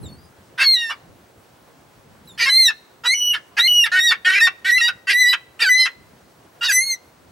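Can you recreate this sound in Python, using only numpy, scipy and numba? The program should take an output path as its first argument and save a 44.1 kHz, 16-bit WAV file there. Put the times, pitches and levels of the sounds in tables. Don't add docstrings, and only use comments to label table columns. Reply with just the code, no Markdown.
import sys
import numpy as np
from scipy import signal
from scipy.io import wavfile
from scipy.ndimage import uniform_filter1d
from numba import njit

SR = 44100
rng = np.random.default_rng(int(sys.argv[2]) if len(sys.argv) > 2 else 0)


def elevation(decibels):
    levels = np.asarray(decibels, float)
    return 10 ** (levels / 20)


def store_pcm(level_fs):
    pcm = np.round(np.clip(level_fs, -1, 1) * 32767).astype(np.int16)
    wavfile.write(sys.argv[1], SR, np.atleast_2d(pcm).T)


N = 322371
T = np.arange(N) / SR

# pitch_hz, level_db (per Hz)
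SURF_SPECTRUM = [(88, -30), (150, -14), (309, -5), (790, -8.5), (1600, -15), (2700, -28.5), (2920, -22.5),
                 (14200, -28.5), (16000, -27.5)]
# time_s, level_db
GUSTS = [(0.0, -43.5), (0.04, -39), (0.24, -57.5), (1.0, -67.5), (1.08, -51), (1.2, -64.5), (2.38, -57),
         (2.83, -68.5), (3.01, -63.5), (5.93, -67.5), (6.0, -55.5), (6.2, -63.5), (7.02, -67), (7.31, -58)]
# start_s, length_s, from_hz, to_hz, level_db
CHIRPS = [
    (0.012, .03, 9744, 11136, -60),
    (0.032, .068, 4210, 3570, -47),
    (2.259, .03, 10000, 11207, -58),
    (2.279, .072, 4010, 3510, -47),
    (2.356, .02, 4200, 4300, -58),
]
# time_s, pitch_hz, level_db
WARBLE = [(0.09, 4420, -49.5), (0.15, 4340, -56.5), (0.2, 4800, -60.5), (0.262, 4945, -54.5),
          (0.297, 4770, -82.5)]

# start_s, length_s, level_db, pulse_rate_hz, throat_hz
HARSH = [
    (0.579, 0.074, -14.5, 549.4, 1684),
    (2.378, .082, -18, 475.5, 1850),
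    (3.038, 0.04, -21, 501.4, 1420),
    (3.569, .041, -13, 461.2, 1800),
    (5.072, .062, -15, 407, 2017),
    (5.593, .058, -17, 474.2, 1753),
    (6.611, .065, -23, 498, 1530),
]
# start_s, length_s, level_db, pulse_rate_hz, throat_hz
PURR = [
    (2.458, .039, -19, 532, 1632),
    (3.918, 0.081, -14.5, 367, 1737),
    (4.249, 0.059, -13, 363.8, 1870),
    (4.306, 0.081, -15.5, 387, 2000),
    (4.647, .065, -13, 380, 1917),
]
# start_s, length_s, level_db, pulse_rate_hz, throat_hz
CROAK = [(0.897, .075, -23, 588, 1280), (2.699, 0.037, -19.5, 426.5, 1480), (3.335, 0.074, -17, 435, 1510),
         (3.858, .04, -11, 428, 1638), (4.11, .055, -9.5, 455.4, 1555), (4.47, 0.041, -10.5, 376.4, 1445),
         (4.882, 0.044, -12, 368.2, 1559), (5.33, 0.041, -11, 495.4, 1580), (5.855, 0.051, -14, 511, 1635),
         (6.712, 0.026, -18, 518, 1743)]
# peak (share of length), then db, pharynx_db, gape_db at start, peak and end
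HARSH_SHAPE = dict(peak=.6, db=(-4, 1, -9.5), pharynx_db=(-7.5, -0.5, -1.5), gape_db=(-11, -1.5, -0.5))
PURR_SHAPE = dict(peak=.25, db=(0, 1, -1), pharynx_db=(-8.5, -11, -24.5), gape_db=(-8.5, -11, -11.5))
CROAK_SHAPE = dict(peak=.25, db=(-0.5, 0, -38), pharynx_db=(-3, -7.5, -25), gape_db=(-13, -16, -24))
RATE_SHARE = (.93, 1, .97), (.97, 1, 1.03), (1.02, 1, .96)
ROUGHNESS = .55, .3, .8
# time_s, treble_db
FACING = [(0.6, -8.5), (0.72, -6), (0.9, 0), (2.4, 0), (2.6, -3), (3.1, -5), (3.22, 3.5), (3.62, -8.5),
          (3.74, 1.5), (4.05, -3.5), (4.72, -2.5), (4.86, -2.5), (5.18, -4), (5.62, 1), (5.72, -6.5),
          (5.82, -4), (6.65, 2.5), (6.76, 12.5), (6.9, 5)]

# time_s, pitch_hz, level_db, gape_db (2nd over 1st partial)
LEAD_IN = [
    [(0.605, 2295, -28, -4), (0.659, 2191, -12.5, 13.5), (0.69, 2134, -12, 14), (0.727, 2111, -13, 19),
     (0.748, 2025, -9, 19), (0.772, 1900, -22, 7.5), (0.8, 1893, -22, 2), (0.877, 1800, -29, -9.5),
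     (0.905, 1804, -27.5, -22)],
    [(2.498, 2001, -13, 10.5), (2.562, 2076, -10, 17.5), (2.59, 2108, -11, 3.5), (2.612, 2108, -10.5, 10.5),
     (2.645, 2035, -10.5, 16.5), (2.675, 1891, -13, 17), (2.697, 1744, -19, -27), (2.712, 1711, -52.5, -29)],
    [(3.06, 1938, -20.5, 3.5), (3.088, 1973, -12.5, 9.5), (3.137, 2173, -14.5, -11.5)],
    [(3.147, 2962, -21.5, 0.5), (3.17, 2962, -22.5, -1), (3.303, 2939, -16, -7.5),
     (3.341, 2800, -23, -26.5)],
    [(3.349, 1802, -30.5, 13.5), (3.361, 1808, -38.5, -7.5), (3.375, 1706, -43.5, -9)],
]
# time_s, pitch_hz, level_db, gape_db
HEAD_TOSS = [
    [(3.6, 1860, -14.5, 17), (3.66, 2119, -13.5, -1), (3.67, 2103, -12.5, 6.5)],
    [(3.68, 2959, -14.5, -14), (3.74, 2926, -12.5, -15), (3.792, 2900, -11, -12), (3.835, 2777, -13, -9)],
    [(3.845, 1866, -14, -4.5), (3.859, 1678, -26, -5), (3.87, 1627, -48, -14.5)],
    [(3.993, 1825, -21.5, 15.5), (4.055, 1929, -13, -5), (4.075, 1880, -14.5, 2.5), (4.097, 1825, -12.5, 9),
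     (4.12, 1720, -23.5, 4)],
    [(4.382, 1332, -25.5, 26), (4.394, 1327, -29.5, 43), (4.406, 1305, -15.5, 11)],
    [(4.414, 1785, -14, -15.5), (4.434, 1889, -8.5, -7), (4.472, 1797, -16.5, 3)],
    [(4.71, 1856, -18.5, -24), (4.728, 1942, -12.5, -14), (4.778, 2048, -13.5, -5.5)],
    [(4.785, 1360, -18, 25), (4.797, 1374, -21.5, 17), (4.808, 1338, -17, 14)],
    [(4.814, 1885, -15, -9.5), (4.85, 1902, -13, -6.5), (4.885, 1896, -18, 9.5)],
]
# time_s, pitch_hz, level_db, gape_db
RUN_OUT = [
    [(5.135, 1908, -15.5, -15), (5.175, 1983, -13.5, -14), (5.213, 2022, -9, -3.5), (5.262, 1930, -15, -13),
     (5.291, 1986, -12, -2), (5.332, 1960, -19, 5.5)],
    [(5.608, 1845, -24, 5), (5.63, 1850, -25, 10.5), (5.648, 1700, -18, -15), (5.671, 1492, -13, -23),
     (5.688, 1517, -15, -9)],
    [(5.695, 2015, -12.5, -33), (5.721, 1979, -6.5, -20.5), (5.77, 2030, -17, -1), (5.802, 2064, -11, 4),
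     (5.858, 2004, -18.5, -1)],
    [(6.636, 1930, -26, 2), (6.682, 1878, -24, 11.5), (6.698, 1671, -14, -21.5), (6.717, 1534, -22, -34)],
    [(6.724, 1976, -18.5, -15), (6.788, 2036, -17, -19), (6.82, 2105, -20, -4), (6.86, 2170, -26, 14),
     (6.9, 2130, -23, 6), (6.938, 2068, -23, -5.5), (6.962, 1892, -54, -6)],
]
# time_s, pitch_hz, level_db, gape_db
TORN = [
    [(2.402, 2015, -25.5, -11), (2.43, 1947, -24.5, -10), (2.458, 1846, -19.5, -10.5)],
    [(2.464, 1072, -20, 22), (2.48, 1082, -15, 22.5), (2.494, 1073, -18.5, 23)],
]
# start_s, end_s, depth_db, lean_db (3rd over 5th half line)
SPLITS = [(0.595, 0.68, -6.5, -0.5), (0.76, 0.95, -11.5, 6.5), (2.37, 2.455, 3, -3), (2.445, 2.509, 4, 7),
          (2.679, 2.72, 2.5, 8), (4.074, 4.14, -3.5, -7), (4.36, 4.41, -6, 4), (4.401, 4.494, -10.5, -8),
          (4.772, 4.829, -8, 3.5), (4.813, 4.908, -3, -5), (5.25, 5.364, -9.5, -7),
          (5.586, 5.706, -3.5, 2.5), (5.767, 5.879, -7.5, -6.5), (6.623, 6.717, 1.5, 8.5)]
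# pitch_hz, level_db (under the squeal)
TRACT = [(600, -43.5), (950, -21), (2800, -3.5), (4800, -7), (6000, -16), (8000, -21.5), (12000, -23),
         (15500, -36)]


def unit(x):
    return x / np.sqrt(np.mean(x ** 2))


def walk(rate, size):
    k = max(int(SR / rate), 2)
    steps = np.repeat(rng.standard_normal(size // k + 1), k)
    return 1.3 * uniform_filter1d(uniform_filter1d(steps, k), k)[:size]


@njit
def svf(x, hz, width):
    y, b, l = np.empty(len(x)), 0., 0.
    for i in range(len(x)):
        g, k = np.tan(np.pi * hz[i] / SR), width / hz[i]
        v = (b + g * (x[i] - l)) / (1 + g * (g + k))
        b, l, y[i] = 2 * v - b, l + 2 * g * v, k * v
    return y


def band(x, hz, width):
    hz = np.broadcast_to(hz, len(x)) * 1.
    return svf(svf(x, hz, 0.95 * width), hz, 0.95 * width)


def surf():
    out, swell = 0, walk(0.33, N)
    hz_at, db_at = np.transpose(SURF_SPECTRUM)
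    for hz in 45 * 2 ** np.arange(0, 8.6, .5):
        mid, side = (svf(rng.standard_normal(N), np.full(N, hz), hz / 3) for _ in range(2))
        db = np.interp(np.log(hz), np.log(hz_at), db_at) + 0.36 * swell + 1.8 * walk(24, N)
        width = np.interp(np.log(hz), np.log([100, 700, 2400, 5000, 14000]), [0.25, 0.69, .7, 0.52, .05])
        out = out + elevation(db) * (hz > 200) * (mid + width * side * np.array([[1], [-1]]))
    return unit(out) * elevation(-52.5)


def wind():
    mid, side = (unit(band(rng.standard_normal(N), 110., 190.) * elevation(3.0 * walk(40, N))) for _ in range(2))
    gust_db = np.interp(T, *np.transpose(GUSTS))
    apart = np.clip(.3 + .012 * (gust_db + 61.5), .1, 1)
    return elevation(gust_db + 5.5) * (mid + apart * side * np.array([[1], [-1]]))


def whine():
    return np.sqrt(2) * elevation(-72) * np.sin(2 * np.pi * 15734 * T)


def sections(tables, edge=.006):
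    for rows in tables:
        s, *columns = np.transpose(rows)
        cut = slice(int((s[0] - edge) * SR), int((s[-1] + edge) * SR))
        t = T[cut]
        fade = np.clip(np.minimum(t - t[0], t[-1] - t) / (.6 * edge), 0, 1)
        rounding = min(len(t) // 6, 700)
        yield cut, [uniform_filter1d(np.interp(t, s, c), size=rounding, mode="nearest") for c in columns], fade


def partials(phase, levels_db, shimmer_db=1.7):
    top = 15900 * 2 * np.pi / SR / np.gradient(phase)
    out = 0
    for k, db in levels_db.items():
        level = np.sqrt(2) * elevation(db + shimmer_db * walk(100.6, len(phase)))
        out = out + level * np.clip(12 * (1 - k / top), 0, 1) * np.sin(k * phase + .9 * k * k)
    return out


def small_bird():
    out = np.zeros(N)
    notes = []
    for s, length, from_hz, to_hz, db in CHIRPS:
        bend_hz = from_hz + 0.87 * (to_hz - from_hz)
        notes.append([(s, from_hz, db - 2.5), (s + .5 * length, bend_hz, db), (s + length, to_hz, db - 8.5)])
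    for cut, (hz, first_db), fade in sections(notes + [WARBLE]):
        phase = 2 * np.pi * np.cumsum(hz * (1 + .004 * walk(160, len(hz)))) / SR
        strain_db = first_db - 3.5 + 0.65 * (first_db + 44)
        upper_db = {k: strain_db - 6.9 * (k - 2) for k in (2, 3)}
        out[cut] += fade * partials(phase, {1: first_db, **upper_db}, shimmer_db=5.0)
    return out


def facing_db():
    return np.interp(T, *np.transpose(FACING))


def rasp_plan():
    shapes = HARSH_SHAPE, PURR_SHAPE, CROAK_SHAPE
    for rows, shape, share, rough in zip((HARSH, PURR, CROAK), shapes, RATE_SHARE, ROUGHNESS):
        for s, length, db, hz, throat_hz in rows:
            times = s + length * np.array([0, shape["peak"], 1])
            rates, levels = hz * np.array(share), db + np.array(shape["db"])
            table = np.transpose([times, rates, levels, shape["pharynx_db"], shape["gape_db"]])
            yield table, rough, throat_hz


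def rasp():
    out = np.zeros(N)
    facing = facing_db()
    tables, roughs, throats = zip(*rasp_plan())
    plan = zip(sections(tables, edge=.003), roughs, throats)
    for (cut, (hz, db, pharynx_db, gape_db), fade), rough, throat_hz in plan:
        size = len(hz)
        cycle = np.cumsum(hz * (1 + .06 * rough * walk(200, size))) / SR
        strength = elevation(1.4 * rough * rng.standard_normal(size=200))[cycle.astype(int)]
        pulses = 0
        for k in range(1, 36):
            level = elevation(5 * walk(45, size) - 8 * (k < 4))
            pulses = pulses + level * np.cos(2 * np.pi * k * cycle + .05 * k * k)
        air = np.exp(-(cycle % 1) / 0.3) * rng.standard_normal(size)
        drive = unit(strength * pulses) + (.12 + .36 * rough) * unit(air)

        def ring(centre_hz, width):
            flicker = elevation(1.5 * walk(50, size))
            return flicker * unit(band(drive, centre_hz * (1 + .03 * walk(30, size)), width))

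        voice = ring(throat_hz, 880.0)
        voice += elevation(pharynx_db + .5 * facing[cut]) * ring(2476.0, 890.0)
        voice += elevation(-36.5) * ring(500.0, 240.0)
        nearest = round(throat_hz / np.median(hz))
        voice += elevation(-3.0) * (1 - rough) ** 2.0 * np.cos(2 * np.pi * nearest * cycle)
        upper = elevation(-10.5) * ring(7700., 3000.0) + elevation(-16.5) * ring(11000., 2600.0)
        upper = upper * elevation(-60.0 * np.arange(size) / SR)
        gape_hz = 4920 * (0.824 if rough < ROUGHNESS[0] else 1) * np.linspace(1, .86, size)
        bill = elevation(gape_db + 0.86 * facing[cut]) * (ring(gape_hz, 820.0) + upper)
        swell = 1 - np.exp(-np.arange(size) / (.011 * SR))
        out[cut] += fade * swell * elevation(db) * (voice + bill)
    return out


def squeal():
    out, layers, split, lean_db = np.zeros(N), np.zeros(N), np.full(N, 1e-4), np.zeros(N)
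    facing = facing_db()
    tract_hz, tract_db = np.transpose(TRACT)
    for start, end, db, lean in SPLITS:
        lean_db[int(start * SR):] = lean
        split += elevation(db) * np.clip(np.minimum(T - start, end - T) / 0.057, 0, 1)
    for cut, (hz, db, gape_db), fade in sections(LEAD_IN + HEAD_TOSS + RUN_OUT + TORN):
        layers[cut] += fade
        t = T[cut]
        jolt = np.exp(-np.minimum(t - t[0], t[-1] - t) / 0.0097) + 0.3 * split[cut]
        phase = np.pi * np.cumsum(hz * (1 + (.0015 + .015 * jolt) * walk(400, len(hz)))) / SR
        treble_db = facing[cut] - 12.5 * split[cut]
        levels_db = {}
        for k in range(1, 20):
            level = db + np.interp(np.log(k * hz / 2), np.log(tract_hz), tract_db)
            level = level + k % 2 * 20 * np.log10(split[cut]) + (k > 5) * treble_db
            level = level + ((k == 3) - (k == 5)) * lean_db[cut]
            levels_db[k] = level + 3.5 * walk(15, len(hz))
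        levels_db[2] = db - 10 * np.log10(1 + elevation(2 * gape_db))
        levels_db[4] = levels_db[2] + gape_db
        out[cut] += fade * partials(phase, levels_db)
    return out / np.maximum(layers, 1)


def open_ground(x):
    t = T[:SR]
    scatter = elevation(-33) * 10 ** (-3 * t / 0.091) * (t > .004)
    scatter += elevation(-61.5) * 10 ** (-3 * t / 0.56) * (t > .03)
    mid, side = scatter * signal.lfilter(*signal.butter(2, 3800, fs=SR), rng.standard_normal((2, SR)))
    mid[0], side[0] = 1, -.1
    mid[int(.0021 * SR)] += elevation(-23)
    mid[int(.0108 * SR)] += elevation(-14)
    side[int(.0004 * SR)] += elevation(-28)
    side = signal.lfilter(*signal.butter(1, 4000, fs=SR), side)
    return np.array([signal.fftconvolve(x, h)[:N] for h in (mid + side, mid - side)])


def scene():
    background = surf() + wind() + whine()
    birds = small_bird() + rasp() + squeal()
    return open_ground(birds) + background


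def band_limit(x):
    return signal.sosfilt(signal.butter(12, 16480, fs=SR, output="sos"), x)


def record(dry):
    rounded = .63 * np.tanh(dry / .63)
    no_rumble = signal.lfilter(*signal.butter(3, 52, "high", fs=SR), rounded)
    mix = signal.sosfilt(signal.ellip(8, .2, 60, 15950, fs=SR, output="sos"), no_rumble)
    return band_limit(mix)


dry = scene()
out = record(dry)
store_pcm(out)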